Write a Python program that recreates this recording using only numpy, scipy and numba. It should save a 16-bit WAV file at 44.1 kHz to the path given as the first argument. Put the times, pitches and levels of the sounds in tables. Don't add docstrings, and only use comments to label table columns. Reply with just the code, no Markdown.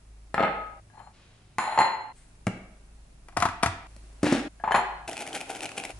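import sys
import numpy as np
from scipy import signal
from scipy.fft import rfft, irfft
from scipy.io import wavfile
from scipy.ndimage import uniform_filter1d
from numba import njit

SR = 44100
rng = np.random.default_rng(int(sys.argv[2]) if len(sys.argv) > 2 else 0)


def pcm_store(signal):
    levels = np.round(np.clip(np.atleast_2d(signal), -1, 1) * 32767)
    wavfile.write(sys.argv[1], SR, levels.astype(np.int16).T)


N = 264511

CUTS = [0, 0.807, 1.128, 2.129, 3.05, 3.878, 4.486, 5.076, 5.929, 6.1]
# left_lead_us, left_over_right_db, room_db
SHOTS = [(27.8, 5.5, 0.9), (30.5, 13, -4.5), (38.4, 2, 0.74), (20.8, 4, -3.5), (62, 6.5, -7.5),
         (23, 4, -3.5), (19.4, 4.5, -2.1), (29.3, 2.7, -7), (41, 5, -1)]
# low_hum_db, mid_hum_start_db, mid_hum_end_db, high_hum_db, rumble_db, air_db
BACKGROUND_LEVELS = [(-62.5, -51.5, -51.5, -65, -62, -64), (-72, -59, -64, -61, -60.5, -64.5),
                     (-64.5, -64.5, -75.5, -62.5, -61.5, -66), (-57, -61.5, -51.5, -69, -60.5, -63),
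                     (-55, -55.5, -52, -73, -59.5, -63.5), (-60, -50, -49, -64.5, -62, -59.5),
                     (-62.5, -53.5, -48.5, -74, -60.5, -62), (-86, -80, -78, -65, -60, -51),
                     (-65, -49, -43, -53, -57.5, -54)]
HUM_HZ = [26, 52, 107]

# start_s, level_db, contact_ms, ring_db (absent for the plastic jar, which has no long ring)
CUP_BLOWS = [(0.342, -10.5, 0.098, -7), (0.3775, -11, 0.91, 11.5), (0.394, -10.5, 0.32, 9),
             (0.403, -11, 0.5, -31), (0.412, -18, 0.84, -1), (0.4255, -11.5, 0.23, 3.5),
             (0.433, -13, 0.32, -1), (0.444, -13, 0.6, -8), (0.477, -22, 0.6, -2)]
BOWL_RIM_BLOWS = [(0.8988, -48.5, 0.12, 2), (0.992, -44.5, 0.089, -15), (4.598, -39, 1, -0.5),
                  (4.719, -10, 0.26, -10.5), (4.758, -16, 0.069, 1)]
BOWL_FOOT_BLOWS = [(0.956, -49, 0.65, -10), (0.975, -40.5, 1, -1), (0.999, -35.5, 1, -17),
                   (1.064, -46, 0.94, -12), (1.071, -40.5, 0.95, -12), (1.583, -8.5, 0.14, -10),
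                   (1.775, -8.5, 0.42, -6), (1.787, -5.5, 0.35, -0.5), (1.802, -8, 0.49, -2),
                   (1.808, -11, 0.38, -6), (1.816, -12.5, 0.16, -12), (1.833, -23, 0.28, -10.5),
                   (1.851, -18.5, 0.88, -12), (4.637, -16, 1, -10), (4.675, -14, 0.96, -15),
                   (4.708, -12, 0.83, 0), (4.742, -7.5, 0.95, 0.5), (4.747, -5.5, 0.3, -14),
                   (4.764, -14.5, 0.21, -31), (4.776, -13, 0.8, 2), (4.789, -10, 0.49, -6)]
JAR_BLOWS = [(2.467, -11, 0.42), (2.477, -16.5, 0.54), (2.569, -35.5, 0.92)]
SCALE_BLOWS = [(3.284, -32.5, 0.15, -21), (3.323, -47, 0.24, -9), (3.365, -21.5, 0.5, -1),
               (3.369, -9, 0.18, 10.5), (3.401, -16, 0.067, 11), (3.411, -24, 0.091, -10),
               (3.422, -6.5, 0.32, -9), (3.452, -7, 0.38, -1), (3.486, -21.5, 0.3, 3),
               (3.627, -14, 0.078, 3), (3.631, -3.5, 0.11, 8.5), (3.659, -8, 0.19, 18),
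               (3.867, -36, 0.064, -15)]
SEED_JAR_BLOWS = [(3.963, -36, 0.16, -19), (4.037, -48, 0.3, -19), (4.126, -48, 0.29, -20),
                  (4.229, -8, 0.56, 7.5), (4.24, -12, 1.2, 5.5), (4.264, -12, 0.84, -4),
                  (4.322, -4, 1, -10), (4.347, -14.5, 0.6, -11), (4.377, -19.5, 1.4, 9)]
# pitch_hz, level_db, t60_s
CUP_MODES = [(197, -5.5, 0.03), (660, 4, 0.021), (830, 4, 0.026), (1650, -9.5, 0.047), (2080, -10, 0.045),
             (3050, -20, 0.012), (4320, -16, 0.027), (1264, -16, 0.56), (1264, -10.5, 0.15),
             (1600, -33, 0.4), (3560, -18, 0.105), (4220, -13, 0.037), (7640, -18, 0.043),
             (11050, -15, 0.083)]
JAR_MODES = [(108, -4.5, 0.081), (179.7, 2.5, 0.075), (387, -26.5, 0.0093), (568, -7, 0.028),
             (820, -12, 0.013), (1330, -6.5, 0.015), (2220, -10, 0.031), (2810, -7.5, 0.025)]
SCALE_MODES = [(170, -8, 0.041), (305, -16, 0.092), (2360, 0.5, 0.015), (704, -7, 0.099),
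               (1136, 2.5, 0.016), (1346, -1.5, 0.026), (1983, -1.5, 0.018), (5500, -11, 0.015),
               (90, -19, 0.31), (115, -18.5, 0.13)]
SEED_JAR_MODES = [(187, -7.5, 0.061), (246.5, -1, 0.05), (286, -2, 0.061), (602, 0, 0.031),
                  (1160, -10, 0.012), (297.3, -8.5, 0.15)]
RIM_HZ = [700, 1720, 3080, 1651, 3042, 4650, 6450, 8500, 10500]
FOOT_HZ = [200, 870, 1000, 1900, 387, 873, 997, 2051, 4157, 4188, 4222, 4270, 7117, 7150, 7197, 9674, 9730,
           10780]
# level_db, t60_s
RIM_DECAY = [(0.5, 0.043), (8.5, 0.021), (-4, 0.064), (1.5, 0.53), (-20, 0.064), (-32, .05), (-9, 0.044),
             (-13, 0.073), (-2, 0.095)]
FOOT_DECAY = [(-14.5, 0.025), (5.5, 0.03), (2.5, 0.014), (3, 0.0086), (-23.5, 0.28), (-34, 0.52), (-29, .3),
              (-18.5, 0.25), (-18.5, 0.59), (-11, 0.24), (-13.5, .2), (-24, 0.053), (-6, 0.38),
              (-15.5, 0.17), (-10, 0.067), (-12.5, 0.34), (-15.5, .15), (-15, 0.28)]
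RIM_MODES = [(hz, *decay) for hz, decay in zip(RIM_HZ, RIM_DECAY)]
FOOT_MODES = [(hz, *decay) for hz, decay in zip(FOOT_HZ, FOOT_DECAY)]

# start_s, length_s, level_db
SLIDES = [(0.922, 0.14, -57), (1.593, 0.18, -33)]
# peak_s, level_db, fall_db_per_s
SLEEVE_STROKES = [(1.136, -61.5, 26), (2.168, -58.5, 112)]
# peak_s, level_db
SEED_TUMBLES = [(4.266, -25.5), (4.338, -30.5)]
# start_s, level_db, pitch_hz
BAG_SNAPS = [(5.0787, -28, 2580), (5.1138, -30, 3080), (5.1312, -28, 1930), (5.1685, -27.5, 2580),
             (5.206, -32, 2510), (5.2274, -33, 2430), (5.2666, -30, 2000), (5.2754, -27.5, 2360),
             (5.33, -28, 3160), (5.3542, -26.5, 2360), (5.3657, -33, 1570), (5.412, -26, 2450),
             (5.496, -34, 2300), (5.551, -30.5, 3050), (5.6067, -28, 2660), (5.656, -26.5, 2900),
             (5.6917, -32, 2480), (5.7175, -32.5, 2640), (5.7724, -35, 2480), (5.7819, -23.5, 2750),
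             (5.8375, -27.5, 2650), (5.8515, -23.5, 2240)]
# peak_s, flour_level_db
BAG_SHAKES = [(5.082, -39.5), (5.125, -44), (5.175, -47.5), (5.212, -38.5), (5.276, -43.5), (5.352, -36),
              (5.41, -43.5), (5.503, -39), (5.56, -42), (5.632, -38), (5.69, -48.5), (5.783, -39),
              (5.848, -43.5), (5.9, -46.5)]

# frequency_hz, relative_density_db
RUMBLE_SPECTRUM = [(12, -42), (20, -18), (58, -12), (86, -14.5), (119, -15.5), (151, -15), (577, -36),
                   (700, -32), (910, -52.5), (1540, -120)]
AIR_SPECTRUM = [(180, -14.5), (300, -5), (426, -5.5), (467, -10.5), (605, -5.5), (1730, -12), (2740, -13),
                (2960, -16), (10700, -16.5), (11500, -29), (15000, -42), (22000, -120)]
CUP_CRACK = [(150, -44), (250, -10.5), (860, 2.5), (1160, -13.5), (1300, -0.5), (1450, -4.5), (2050, -4),
             (11000, -63), (14300, -92), (22000, -120)]
BOWL_CRACK = [(150, -28), (400, -11), (900, 16), (1500, 2.5), (2500, -3.5), (4000, -16), (7000, -35),
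              (11000, -32)]
SLEEVE_SPECTRA = [
    [(700, 1), (1500, -3.5), (2800, -2), (4500, -6), (7000, -13), (11000, -36.5)],
    [(700, -17.5), (1800, -1.5), (3000, -6), (6000, -11), (8500, 2.5), (11000, -10)],
]
JAR_CRACK = [(150, -24), (250, -4.5), (502, -10), (543, -7.5), (1090, -22.5), (2190, -17), (3750, -32.5),
             (11000, -29), (14300, -72), (22000, -120)]
SCALE_CRACK = [(150, -66), (250, -13.5), (552, -40), (689, -5.5), (945, -9.5), (1430, -14), (3350, -28),
               (11000, -27.5), (14300, -71), (22000, -120)]
SEED_JAR_CRACK = [(150, -14), (300, -3), (700, -12.5), (1500, -13), (3000, -22), (6000, -13.5),
                  (11000, -16)]
SEED_SPECTRUM = [(240, -39.5), (400, -24), (778, 1.5), (1030, -10.5), (1840, -7.5), (2030, -8.5),
                 (4790, -19), (11000, -27), (14300, -58), (22000, -120)]
RUSTLE_SPECTRUM = [(710, -34), (1200, -16), (1450, -4), (1770, -1.5), (2510, 2), (4300, -8.5), (6520, -6),
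                   (9700, -4.5), (11000, -3), (11500, -27), (15000, -53), (22000, -120)]
FLOUR_SPECTRUM = [(59, -27), (100, -14), (129, -16), (287, 0.5), (350, -1.5), (525, -3.5), (807, 5.5),
                  (1130, -20), (1440, -6.5), (1600, -12), (2080, -54), (3520, -120)]

# frequency_hz, t60_s
ROOM_T60 = [(60, 0.16), (250, 0.59), (700, 0.69), (1500, 0.65), (3000, 0.6), (6000, 0.46), (11000, 0.23)]
# frequency_hz, gain_db
ROOM_GAIN = [(60, -9.5), (250, -4.5), (700, -7), (1500, -4), (3000, -1.5), (6000, -4.5), (11000, -2.5)]
# frequency_hz, coherence
BACKGROUND_COHERENCE = [(60, 1.0), (170, 0.95), (490, 0.3), (1420, -0.032), (4080, -0.13), (11700, 0.28)]
ROOM_COHERENCE = [(60, 1), (200, 1), (500, 0.87), (1000, 0.47), (2500, 0.06), (6000, .03), (11000, .02)]


def gain_of(db):
    return 10 ** (np.asarray(db) / 20)


def unit_rms(x):
    return x / np.sqrt(np.mean(x ** 2) + 1e-20)


def curve_at(points, hz):
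    table_hz, value = np.transpose(points)
    return np.interp(np.log(hz + 1), np.log(table_hz + 1), value)


def coloured(x, spectrum):
    hz = np.fft.rfftfreq(len(x), 1 / SR)
    return unit_rms(irfft(rfft(x) * gain_of(curve_at(spectrum, hz)), len(x)))


def diffuse_pair(a, b, coherence):
    alike = np.clip(curve_at(coherence, np.fft.rfftfreq(len(a), 1 / SR)), 0, 1)
    mid, side = rfft(a) * np.sqrt((1 + alike) / 2), rfft(b) * np.sqrt((1 - alike) / 2)
    return irfft(np.array([mid + side, mid - side]), len(a))


def grains(per_s, spread_db):
    size = gain_of(spread_db * np.minimum(rng.exponential(1, N), 4))
    return size * rng.standard_normal(N) * (rng.random(N) < per_s / SR)


def swells(rows, rise_db_s, fall_db_s, hold_s=0):
    t, out = np.arange(N) / SR, np.zeros(N)
    for peak_s, db in rows:
        in_shot = np.searchsorted(CUTS, t, "right") == np.searchsorted(CUTS, peak_s, "right")
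        drop_db = np.maximum(rise_db_s * (peak_s - t), fall_db_s * np.maximum(t - peak_s - hold_s, 0))
        out += in_shot * gain_of(db - drop_db)
    return out


def hum_and_air():
    t = np.arange(N) / SR
    shot = np.searchsorted(CUTS, t, "right") - 1
    levels = uniform_filter1d(np.array(BACKGROUND_LEVELS, float)[shot], size=441, axis=0)
    low_db, start_db, end_db, high_db, rumble_db, air_db = levels.T
    progress = np.interp(t, CUTS, np.arange(len(CUTS))) - shot
    mid_db = uniform_filter1d(start_db + (end_db - start_db) * progress, size=441)
    out = 0
    for hz, db in zip(HUM_HZ, (low_db, mid_db, high_db)):
        waver = unit_rms(uniform_filter1d(uniform_filter1d(rng.standard_normal(N), 4000), 4000))
        partial = np.sin(2 * np.pi * hz * t + 0.21 * waver) * (1 + 0.16 * waver)
        out = out + np.sqrt(2) * gain_of(db) * partial
    for db, spectrum in ((rumble_db, RUMBLE_SPECTRUM), (air_db, AIR_SPECTRUM)):
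        noises = [coloured(white, spectrum) for white in rng.standard_normal((2, N))]
        out = out + gain_of(db) * diffuse_pair(*noises, BACKGROUND_COHERENCE)
    return out


def modal_ring(modes, contact_s, ring_db, uneven_db=0):
    t, out = np.arange(SR // 2 + SR // 4) / SR, 0
    for (hz, db, t60), (scatter, phase) in zip(modes, rng.standard_normal((len(modes), 2))):
        drive = gain_of(db + uneven_db * scatter + ring_db * (t60 >= 0.1)) / (1 + (hz * contact_s) ** 2)
        out = out + drive * np.sin(2 * np.pi * hz * t + phase) * gain_of(-60 * t / t60)
    return out * (1 - np.exp(-t / (0.93 * contact_s)))


def impacts(rows, modes, spectrum, crack_s, crack_db, tick_db):
    out, t = np.zeros(N + SR), np.arange(2048) / SR
    onset_delay_s = 0.0012
    for start_s, db, contact_ms, *ring_db in rows:
        contact_s = np.clip(contact_ms, 0.03, 3) / 1000
        sound = modal_ring(modes, contact_s, sum(ring_db))
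        pole = np.exp(-1 / (0.15 * contact_s * SR))
        crack = signal.lfilter([1 - pole], [1, -pole], coloured(rng.standard_normal(2048), spectrum))
        crack = crack * np.exp(-t / crack_s) * (1 - np.exp(-t / (1.6 * contact_s)))
        tick = rng.standard_normal(2048) * np.exp(-t / 0.0018) * gain_of(tick_db - 67 * contact_ms)
        sound = sound / abs(sound).max()
        sound[:2048] += gain_of(crack_db) * crack / abs(crack).max() + tick
        next_cut_s = min(cut for cut in CUTS if cut > start_s)
        sound = sound[:round((next_cut_s - start_s) * SR)] / abs(sound).max()
        out[round((start_s + onset_delay_s) * SR):][:len(sound)] += gain_of(db) * sound
    return out[:N]


def bowl_slide(ramp_s=0.014):
    t = np.arange(N) / SR
    pressure = sum(gain_of(db) * np.clip(np.minimum(t - start_s, start_s + length_s - t) / ramp_s, 0, 1)
                   for start_s, length_s, db in SLIDES)
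    grit = grains(per_s=5400, spread_db=3.2) * pressure
    response = modal_ring(FOOT_MODES, contact_s=0.00024, ring_db=1.5, uneven_db=4)
    ringing = signal.fftconvolve(grit, response)[:N]
    ringing[round(CUTS[3] * SR):] = 0
    scrape = coloured(grit, BOWL_CRACK)
    return (gain_of(-6.5) * unit_rms(ringing) + gain_of(-1.5) * scrape) * np.sqrt(np.mean(pressure ** 2))


def sleeve_brush():
    return sum(swells([(peak_s, db)], rise_db_s=900, fall_db_s=fall)
               * coloured(rng.standard_normal(N), spectrum)
               for (peak_s, db, fall), spectrum in zip(SLEEVE_STROKES, SLEEVE_SPECTRA))


def seed_clatter():
    collisions = coloured(grains(per_s=5000, spread_db=1), SEED_SPECTRUM)
    return swells(SEED_TUMBLES, rise_db_s=811, fall_db_s=192) * collisions


def film_snap(hz):
    t = np.arange(800) / SR
    tone = np.sin(2 * np.pi * hz * t) * np.exp(-t / 0.0015)
    return tone + gain_of(-0.5) * rng.standard_normal(800) * np.exp(-t / 0.0018)


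def flour_bag(small_snaps_per_s=45):
    snaps = np.zeros(N + 800)
    for start_s, db, hz in BAG_SNAPS:
        snaps[round(start_s * SR):][:800] += gain_of(db) * film_snap(hz)
    shake = swells(BAG_SHAKES, rise_db_s=410, fall_db_s=391, hold_s=0.008)
    motion = shake / shake.max()
    onsets = rng.random(N) < small_snaps_per_s / SR
    small_snaps = onsets * gain_of(-35.5 + 6.1 * rng.standard_normal(N)) * np.sqrt(motion)
    snaps[:N] += signal.oaconvolve(small_snaps, film_snap(hz=2450))[:N]
    rustle_gain = gain_of(2) * shake.max() * motion ** 2.07
    rustle = rustle_gain * coloured(grains(per_s=6000, spread_db=4.4), RUSTLE_SPECTRUM)
    flour = shake * coloured(grains(per_s=1500, spread_db=2), FLOUR_SPECTRUM)
    return snaps[:N] + rustle + flour


def reverberation(x):
    reflections = np.zeros((2, SR))
    arrivals = np.arange(260, SR - 20, 20) + rng.integers(0, 20, (2, (SR - 261) // 20))
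    np.put_along_axis(reflections, arrivals, rng.choice([-1., 1.], arrivals.shape), 1)
    hz, t, bands = signal.stft(diffuse_pair(*reflections, ROOM_COHERENCE), SR, nperseg=256)
    decay = gain_of(-60 * t / curve_at(ROOM_T60, hz)[:, None])
    tail = signal.istft(bands * decay, SR, nperseg=256)[1]
    tail[:, :200] = 0
    colour = gain_of(curve_at(ROOM_GAIN, np.fft.rfftfreq(tail.shape[1], 1 / SR)))
    response = irfft(rfft(tail / np.linalg.norm(tail[0])) * colour, tail.shape[1])
    return signal.fftconvolve(x[None], response, axes=1)


def direct_sound(mid, lead_us, pan_db):
    side = np.tanh(pan_db * np.log(10) / 40) * mid
    side = signal.lfilter(*signal.butter(1, 700, "high", fs=SR), side)
    delay = np.exp(-2j * np.pi * np.fft.rfftfreq(len(mid), 1 / SR) * lead_us / 1e6)
    return np.array([mid + side, irfft(rfft(mid - side) * delay, len(mid))])


def scene():
    sources = (
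        impacts(CUP_BLOWS, CUP_MODES, CUP_CRACK, crack_s=0.0045, crack_db=1, tick_db=-10)
        + impacts(BOWL_FOOT_BLOWS, FOOT_MODES, BOWL_CRACK, crack_s=0.014, crack_db=-5.5, tick_db=-2.5)
        + impacts(BOWL_RIM_BLOWS, RIM_MODES, BOWL_CRACK, crack_s=0.0096, crack_db=-7, tick_db=-4)
        + impacts(JAR_BLOWS, JAR_MODES, JAR_CRACK, crack_s=0.0044, crack_db=-3.5, tick_db=11.5)
        + impacts(SCALE_BLOWS, SCALE_MODES, SCALE_CRACK, crack_s=0.01, crack_db=1.6, tick_db=5.7)
        + impacts(SEED_JAR_BLOWS, SEED_JAR_MODES, SEED_JAR_CRACK,
                  crack_s=0.007, crack_db=-6, tick_db=11.5)
        + bowl_slide() + seed_clatter() + sleeve_brush() + flour_bag())
    sources = signal.lfilter(*signal.butter(2, 75, "high", fs=SR), sources)
    t, out = np.arange(N) / SR, hum_and_air()
    for start_s, end_s, (lead_us, pan_db, room_db) in zip(CUTS, CUTS[1:], SHOTS):
        shot = slice(round(start_s * SR), min(round(end_s * SR), N))
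        sound = sources[shot]
        room = gain_of(room_db) * reverberation(sound)[:, :len(sound)]
        fade = np.clip((end_s - t[shot]) / 0.01, 0, 1)
        out[:, shot] += (direct_sound(sound, lead_us, pan_db) + room) * fade
    return out


@njit
def gain_reduction(target_db, attack_s, release_s):
    out, now_db = np.empty(len(target_db)), 0.
    for i in range(len(target_db)):
        lag_s = attack_s if target_db[i] > now_db else release_s
        now_db += (target_db[i] - now_db) / (lag_s * SR)
        out[i] = now_db
    return out


def record(dry, threshold_db=-27):
    power_db = 10 * np.log10(abs(uniform_filter1d((dry ** 2).mean(0), 100)) + 1e-12)
    target_db = 0.27 * np.maximum(power_db - threshold_db, 0)
    shots = np.split(target_db, [round(cut * SR) for cut in CUTS[1:-1]])
    reduction_db = np.concatenate([gain_reduction(shot, attack_s=0.036, release_s=0.3) for shot in shots])
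    saturated = 0.7 * np.tanh(dry / gain_of(reduction_db) / 0.7)
    dull_top = signal.firwin(151, 11120, window=("kaiser", 4), fs=SR)
    band_limit = signal.firwin(511, 12322, window=("kaiser", 9), fs=SR)
    return signal.oaconvolve(saturated, np.convolve(dull_top, band_limit)[None], "same")


dry = scene()
out = record(dry)
pcm_store(out)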